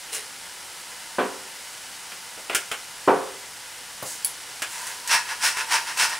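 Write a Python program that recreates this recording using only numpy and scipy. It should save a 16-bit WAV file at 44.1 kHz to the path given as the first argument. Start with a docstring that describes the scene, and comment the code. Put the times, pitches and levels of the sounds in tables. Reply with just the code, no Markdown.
"""A small kitchen, heard in stereo from close by the stove. Meat and greens sizzle gently throughout, steam
bubbles bursting in the fat, over low room noise and mains hum. The cook gives a pepper grinder a last
twist, cracking corns in the burr. A cupboard door bumps twice, at one and three seconds, among clicks of
jars and caps. From four seconds a glass spice jar changes hands, clinks, is opened, tipped and shaken
four times, its granules ringing the wall and the air inside."""
import sys
import numpy as np
from scipy import signal
from scipy.fft import rfft, irfft, next_fast_len
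from scipy.io import wavfile
from scipy.ndimage import uniform_filter1d

SR = 44100
rng = np.random.default_rng(int(sys.argv[2]) if len(sys.argv) > 2 else 0)


def output_pcm(signal):
    """Save a mono or channel-first signal as 16-bit PCM at the path in sys.argv[1].

    Samples are clipped to [-1, 1] before scaling.
    """
    pcm = np.clip(np.atleast_2d(signal).T, -1, 1) * 32767
    wavfile.write(sys.argv[1], SR, np.round(pcm).astype(np.int16))


N = 272979
T = np.arange(N) / SR
HIT_T = T[:SR]  # one second for a hit to ring out

# The bright snap of spits, clicks and friction. Each row: frequency in Hz, spectral level in dB.
SNAP_SPECTRUM = [(1500, -17), (3500, -5), (5200, 3.5), (7000, 6), (10000, 4.5), (12200, -5), (16000, -6.5)]
# Shakes of the spice jar. Each row: start in seconds, level in dB, hold in seconds, brightness in dB,
# seconds until the spice falls back, level of that fall in dB.
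JAR_SHAKES = [(5.115, -18, 0.032, 1.5, 0.18, -29), (5.438, -22.5, 0.038, 6, 0.15, -25.5),
              (5.722, -19, 0.033, 0, 0.16, -29), (5.999, -19, 0.036, 2.5, 0.12, -29)]


def amp(db):
    """Decibels to gain."""
    return 10 ** (np.asarray(db) / 20)


def unit(x):
    """Scale to rms 1."""
    return x / np.std(x)


def curve(rows):
    """Join (seconds, value) rows with straight lines."""
    return np.interp(T, *np.transpose(rows))


def add(out, s, sound):
    """Mix a sound in at s seconds."""
    start = int(s * SR)
    out[start:start + len(sound)] += sound[:N - start]


def colour(x, points, resonances=()):
    """Shape x by a smooth spectrum with resonances standing on it; rms 1."""
    size = next_fast_len(len(x))
    f = np.maximum(np.fft.rfftfreq(size, 1 / SR), 1)
    hz, db = np.transpose(points)
    smooth = amp(np.interp(np.log(f), np.log(hz), db))
    peaks = sum(amp(d) ** 2 / (1 + (2 * (f - centre) / width) ** 2) for centre, width, d in resonances)
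    return unit(irfft(rfft(x, size) * smooth * np.sqrt(1 + peaks), size)[:len(x)])


def fade(t60):
    """Decay of a struck thing: 60 dB down after t60 seconds."""
    return np.exp(-np.log(1000) * HIT_T / t60)


def burst(points):
    """One second of coloured noise."""
    return colour(rng.standard_normal(len(HIT_T)), points)


def ring(modes):
    """Decaying modes, rms 1 at the start."""
    phases = rng.uniform(0, 2 * np.pi, len(modes))
    total = sum(amp(db) * fade(t60) * np.sin(2 * np.pi * hz * HIT_T + phase)
                for (hz, db, t60), phase in zip(modes, phases))
    return total / np.sqrt(sum(amp(db) ** 2 for _, db, _ in modes) / 2)


def grains(rate, spread_db):
    """Tiny impacts at random moments, about rate a second, a few larger than the rest."""
    size = amp(spread_db * np.minimum(rng.exponential(size=N), 6))
    return unit((rng.random(N) < rate / SR) * rng.choice([-1, 1], N) * size)


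def walk(rate):
    """A random wander with rate steps a second and a spread near 1."""
    knots = rng.standard_normal(N // 100)
    return np.interp(T * rate, np.arange(len(knots)), knots)


def swell(s, db, hold, attack, release):
    """Rise to full level at s, hold, then die away; times in seconds."""
    return amp(db) * np.exp(np.minimum(T - s, 0) / attack - np.maximum(T - s - hold, 0) / release)


def sizzle():
    """Countless steam bubbles burst in the fat; now and then a larger one spits."""
    # Frying fat. Each row: frequency in Hz, spectral level in dB.
    fat = [(150, -29.5), (350, -10), (500, -5), (640, -5), (850, -2), (1100, -3), (1600, 0), (3000, -3.5),
           (3900, -4.5), (5300, -7.5), (8500, -2.5), (10700, -5), (12400, -14), (14200, -13.5),
           (16000, -17)]
    # Resonances of the pan and stove top. Each row: centre in Hz, width in Hz, strength in dB.
    pan = [(790, 36, 0.5), (901, 19, 4.5), (966, 22, 8), (1413, 44, 0), (1700, 40, -1.5), (2037, 41, 3),
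           (2223, 40, -25), (2970, 155, 3.5), (5220, 1400, 5)]
    # Strength of the frying. Each row: time in seconds, level in dB.
    levels = [(0, -39.5), (0.8, -39), (1.8, -39), (3.6, -39.5), (4.5, -38.5), (6.19, -36.5)]
    bubbles = colour(grains(rate=22000, spread_db=2.5), fat, pan) * amp(0.1 * walk(rate=31))
    spits = colour(grains(rate=110, spread_db=2), SNAP_SPECTRUM)
    return (bubbles + amp(-21.5) * spits) * amp(curve(levels))


def room_tone(hum_hz=119):
    """Low room noise and a wavering mains hum."""
    # The kitchen's rumble. Each row: frequency in Hz, spectral level in dB.
    rumble = [(20, -5), (65, 2.5), (110, -1.5), (170, 3), (300, 1.5), (600, -15.5)]
    # Strength of the hum. Each row: time in seconds, level in dB.
    hum_levels = [(0, -75), (2.4, -71.5), (3.5, -65.5), (6.19, -67.5)]
    hum = unit(np.sin(2 * np.pi * hum_hz * T + 0.17 * walk(rate=4.3)))
    return amp(-58.5) * colour(rng.standard_normal(N), rumble) + amp(curve(hum_levels)) * hum


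def grinder():
    """Peppercorns crack in the burr and ring the hollow barrel."""
    # Cracking corns. Each row: frequency in Hz, spectral level in dB.
    crunch = [(150, -26), (400, -5), (800, -6), (2500, -5), (7000, -2), (10500, 0.5), (12500, -8),
              (16000, -12)]
    # Barrel resonances. Each row: centre in Hz, width in Hz, strength in dB.
    barrel = [(431, 50, 17), (2070, 300, 8), (2890, 170, 13), (4060, 130, 10), (5350, 230, 6.5),
              (9350, 700, 8.5)]
    twist = swell(s=0.1275, db=-30.5, hold=0.04, attack=0.0065, release=0.037)
    return colour(grains(rate=4000, spread_db=3), crunch, barrel) * twist


def jar_clicks():
    """Jars and caps give a hollow knock, a plastic ring and a snap; harder hits snap more, knock less."""
    # Contacts. Each row: start in seconds, level in dB, hardness in dB.
    clicks = [(0.147, -34.5, 7), (2.120, -36, -10), (2.377, -40.5, -29), (2.497, -24, -20.5),
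              (2.53, -29, -18), (2.548, -19, 2), (2.715, -22, -8.5), (4.620, -23.5, -3), (4.869, -35, 4),
              (5.075, -38.5, 12), (5.57, -28.5, -2), (5.973, -31, 4), (6.095, -35, 3.5)]
    # The hollow body and the plastic shell. Each row: frequency in Hz, spectral level in dB.
    body = [(60, -63), (150, -25), (260, -8), (400, 2), (700, 0.5), (1200, -5), (2500, -28)]
    shell = [(500, -30.5), (1000, -13), (1450, 0.5), (1800, -4), (2200, -0.5), (3000, -3), (4200, -14.5),
             (8000, -32)]
    out = np.zeros(N)
    for s, db, hardness_db in clicks:
        knock = amp(-15 - 0.5 * hardness_db) * burst(body) * fade(t60=0.14)
        snap = amp(hardness_db) * burst(SNAP_SPECTRUM) * (fade(t60=0.11) + amp(-23) * fade(t60=0.9))
        add(out, s, amp(db) * (knock + burst(shell) * fade(t60=0.12) + snap))
    return out


def cupboard(chatter_s=0.016, rattle_t60=0.21, rise_s=0.0027):
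    """The door chatters against its frame, then its panel rings out; the carcass thumps once a bump."""
    # Bumps. Each row: start in seconds, level in dB, upper and lower corners of the contact in Hz,
    # rattle in dB, thump in dB.
    bumps = [(1.183, -18, 2280, 181, -4.5, -23), (3.075, -10.5, 1440, 300, -3.5, -19.5)]
    # Door modes. Each row: frequency in Hz, level in dB, t60 in seconds.
    panel = [(202.4, -4.5, 0.37), (266.7, 1.5, 0.13), (284, -10, 0.45), (384.6, 1, 0.44),
             (431, -19.5, 0.76), (521, 2.5, 0.39), (560, -9.5, 0.52), (712, -0.5, 0.33), (766, -8, 0.3),
             (803, -14, 0.59), (914, -5, 0.35), (1045, 1, 0.16), (1142, -4, 0.28), (1270, -8, 0.32),
             (1430, -9, 0.18), (1507, 1.5, 0.13)]
    # Rattle of panel and hinges, then the carcass thump. Each row: frequency in Hz, spectral level in dB.
    rattle = [(30, -35), (100, -17), (170, -2.5), (250, 3), (315, -6), (410, 5), (620, -1), (1000, 1.5),
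              (1500, -1.5), (2100, -6), (3000, -5.5), (4500, -11), (9000, -35)]
    carcass = [(20, -20), (62, 2), (100, -3), (145, 26), (195, 16), (300, -17), (2000, -50)]
    chatter = np.exp(-np.log(1000) * np.maximum(HIT_T - chatter_s, 0) / rattle_t60)
    tail = amp(-7) * fade(t60=0.58)
    onset = 1 - np.exp(-HIT_T / rise_s)
    out = np.zeros(N)
    for s, db, high_hz, low_hz, rattle_db, thump_db in bumps:
        blow = ring(panel) + amp(rattle_db) * burst(rattle) * (chatter + tail)
        contact = signal.butter(2, [low_hz, high_hz], "bandpass", fs=SR, output="sos")
        thump = amp(thump_db) * burst(carcass) * fade(t60=0.28)
        add(out, s, amp(db) * (signal.sosfilt(contact, blow) + thump) * onset)
    return out


def palm_thuds(catch_s=4.026, catch_db=-28, jolt_lag_s=0.03, jolt_db=-41):
    """The jar lands in the other hand, then jolts in the palm with each shake."""
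    # A palm's dull thud. Each row: frequency in Hz, spectral level in dB.
    palm = [(60, -20), (110, -6), (160, 0), (260, -2.5), (400, -5), (650, -3.5), (1000, -2.5), (1600, -15),
            (3000, -22), (9000, -17.5)]
    jolts = [(s + jolt_lag_s, jolt_db) for s, *_ in JAR_SHAKES]
    out = np.zeros(N)
    for s, db in [(catch_s, catch_db)] + jolts:
        add(out, s, amp(db) * burst(palm) * fade(t60=0.13))
    return out


def rubbing():
    """A hand slides on the jar and works its cap: dry friction, a stream of fine cracks."""
    # Hand movements. Each row: start in seconds, level in dB, hold in seconds.
    rubs = [(4.062, -35, 0.063), (4.71, -38.5, 0.2)]
    pressure = sum(swell(*rub, attack=0.013, release=0.067) for rub in rubs)
    return colour(grains(rate=7400, spread_db=0.5), SNAP_SPECTRUM) * pressure


def clink(held_t60=0.3):
    """Something hard meets the glass: a tick and a high, short ring that the hand damps."""
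    # The contact. Each row: start in seconds, level in dB.
    clinks = [(4.247, -18)]
    # Ringing modes of the glass. Each row: frequency in Hz, level in dB, t60 in seconds.
    glass = [(2290, -7, .08), (4490, 1, 0.11), (7383, -9, .07), (7640, 0, 0.12), (9000, -3, 0.08),
             (9668, 2, .11), (9900, 0, 0.12), (10100, 2, .11), (10864, -7, .05), (11180, 5, 0.1),
             (11600, -5, .09)]
    # Its crowd of quickly damped modes. Each row: frequency in Hz, spectral level in dB.
    damped = [(1500, -32), (3000, -13), (6500, -11), (8500, -4), (10000, 4), (11300, 1), (12500, -10),
              (15000, -12)]
    out = np.zeros(N)
    for s, db in clinks:
        tick = burst(damped) * (amp(2.5) * fade(t60=0.009) + amp(-5) * fade(t60=0.21))
        add(out, s, amp(db) * (tick + amp(-4) * ring(glass) * fade(held_t60)))
    return out


def shaker(bright_hz=3500, drift=0.031, tip_bright_db=-14, fall_bright_db=-2.5):
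    """Granules slide as the jar tips, pour against the lid on each stroke and fall back softly."""
    # The jar's wall. Each row: frequency in Hz, spectral level in dB.
    wall = [(100, -39), (300, -18.5), (550, -12), (850, -1.5), (1200, 0.5), (1650, 2), (2500, 2.5),
            (3500, -3), (5400, 0), (6900, -5.5), (9400, -3), (12000, -16.5), (16000, -19)]
    # Resonances of the wall and the air inside. Each row: centre in Hz, width in Hz, strength in dB.
    wall_modes = [(1438, 35, 8.8), (1556, 16, 5.1), (1644, 16, 5.6), (1687, 18, 8.5), (1840, 75, 6.2),
                  (2645, 30, 9), (5180, 110, 0.78), (5700, 350, 1.4)]
    air_modes = [(955, 70, 9.4), (886, 40, 2)]
    patter = colour(grains(rate=7000, spread_db=1.4), wall, wall_modes + air_modes)
    dull = signal.sosfiltfilt(signal.butter(1, bright_hz, fs=SR, output="sos"), patter)
    tip = swell(s=4.735, db=-38, hold=0.2, attack=0.025, release=0.025)
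    flows = [(tip, tip_bright_db)]
    for s, db, hold, bright_db, fall_s, fall_db in JAR_SHAKES:
        pour = swell(s, db, hold, attack=0.016, release=0.034)
        fall = swell(s + fall_s, fall_db, hold=0.027, attack=0.025, release=0.025)
        flows += [(pour, bright_db), (fall, fall_bright_db)]
    force = np.sqrt(sum(flow ** 2 for flow, _ in flows))
    edge = np.sqrt(sum((flow * amp(bright_db)) ** 2 for flow, bright_db in flows))
    # sliding granules keep the air singing between strokes; its pitch moves as the heap shifts
    air_hz = air_modes[0][0] * (1 + drift * walk(rate=11))
    flutter = walk(rate=160) + 1j * walk(rate=150)
    air = unit(np.real(flutter * np.exp(2j * np.pi * np.cumsum(air_hz) / SR)))
    sliding = np.sqrt(np.abs(uniform_filter1d(force, size=SR // 14)))
    return dull * force + (patter - dull) * edge + amp(-28) * air * sliding


def kitchen(x, wet_db, side_db, t60=0.23, in_hands=False):
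    """Close walls answer after a few milliseconds, differently at the left and right microphones."""
    # Wall reflections, then their left-right difference for sounds at the stove and up in the hands.
    # Each row: frequency in Hz, spectral level in dB.
    walls = [(60, 0), (400, 4), (2000, 3.5), (5500, 0), (8000, -7), (16000, -41)]
    stove_spread = [(60, 8), (400, 9), (2000, 7), (5500, 7.5), (8000, -0.5), (16000, -65)]
    hands_spread = [(60, 0), (2000, 14.5), (8000, 11), (16000, -18)]
    spread = hands_spread if in_hands else stove_spread
    arrival = np.clip((HIT_T - 0.003) / 0.004, 0, 1) * fade(t60)
    echoes = [burst(points) * arrival for points in (walls, spread)]
    mid, side = (signal.fftconvolve(x, echo / np.linalg.norm(echo))[:N] for echo in echoes)
    return x + amp(wet_db) * mid + amp(side_db) * side * np.array([[1], [-1]])


def scene():
    """Pan, cupboard and jars sit in the centre; the walls give the width."""
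    pan = kitchen(sizzle(), wet_db=-18, side_db=-21)
    room = kitchen(room_tone(), wet_db=-14, side_db=-19)
    door = kitchen(cupboard(), wet_db=-16, side_db=-22, t60=0.44)
    handling = grinder() + jar_clicks() + palm_thuds() + clink() + rubbing()
    hands = kitchen(handling, wet_db=-12, side_db=-21.5, in_hands=True)
    spice = kitchen(shaker(), wet_db=-13.5, side_db=-19.5)
    return pan + room + door + hands + spice


def record(dry):
    """The recorder cuts the top steeply at 15.7 kHz."""
    return signal.sosfilt(signal.ellip(10, 0.2, 70, 15700, fs=SR, output="sos"), dry)


dry = scene()
out = record(dry)
output_pcm(out)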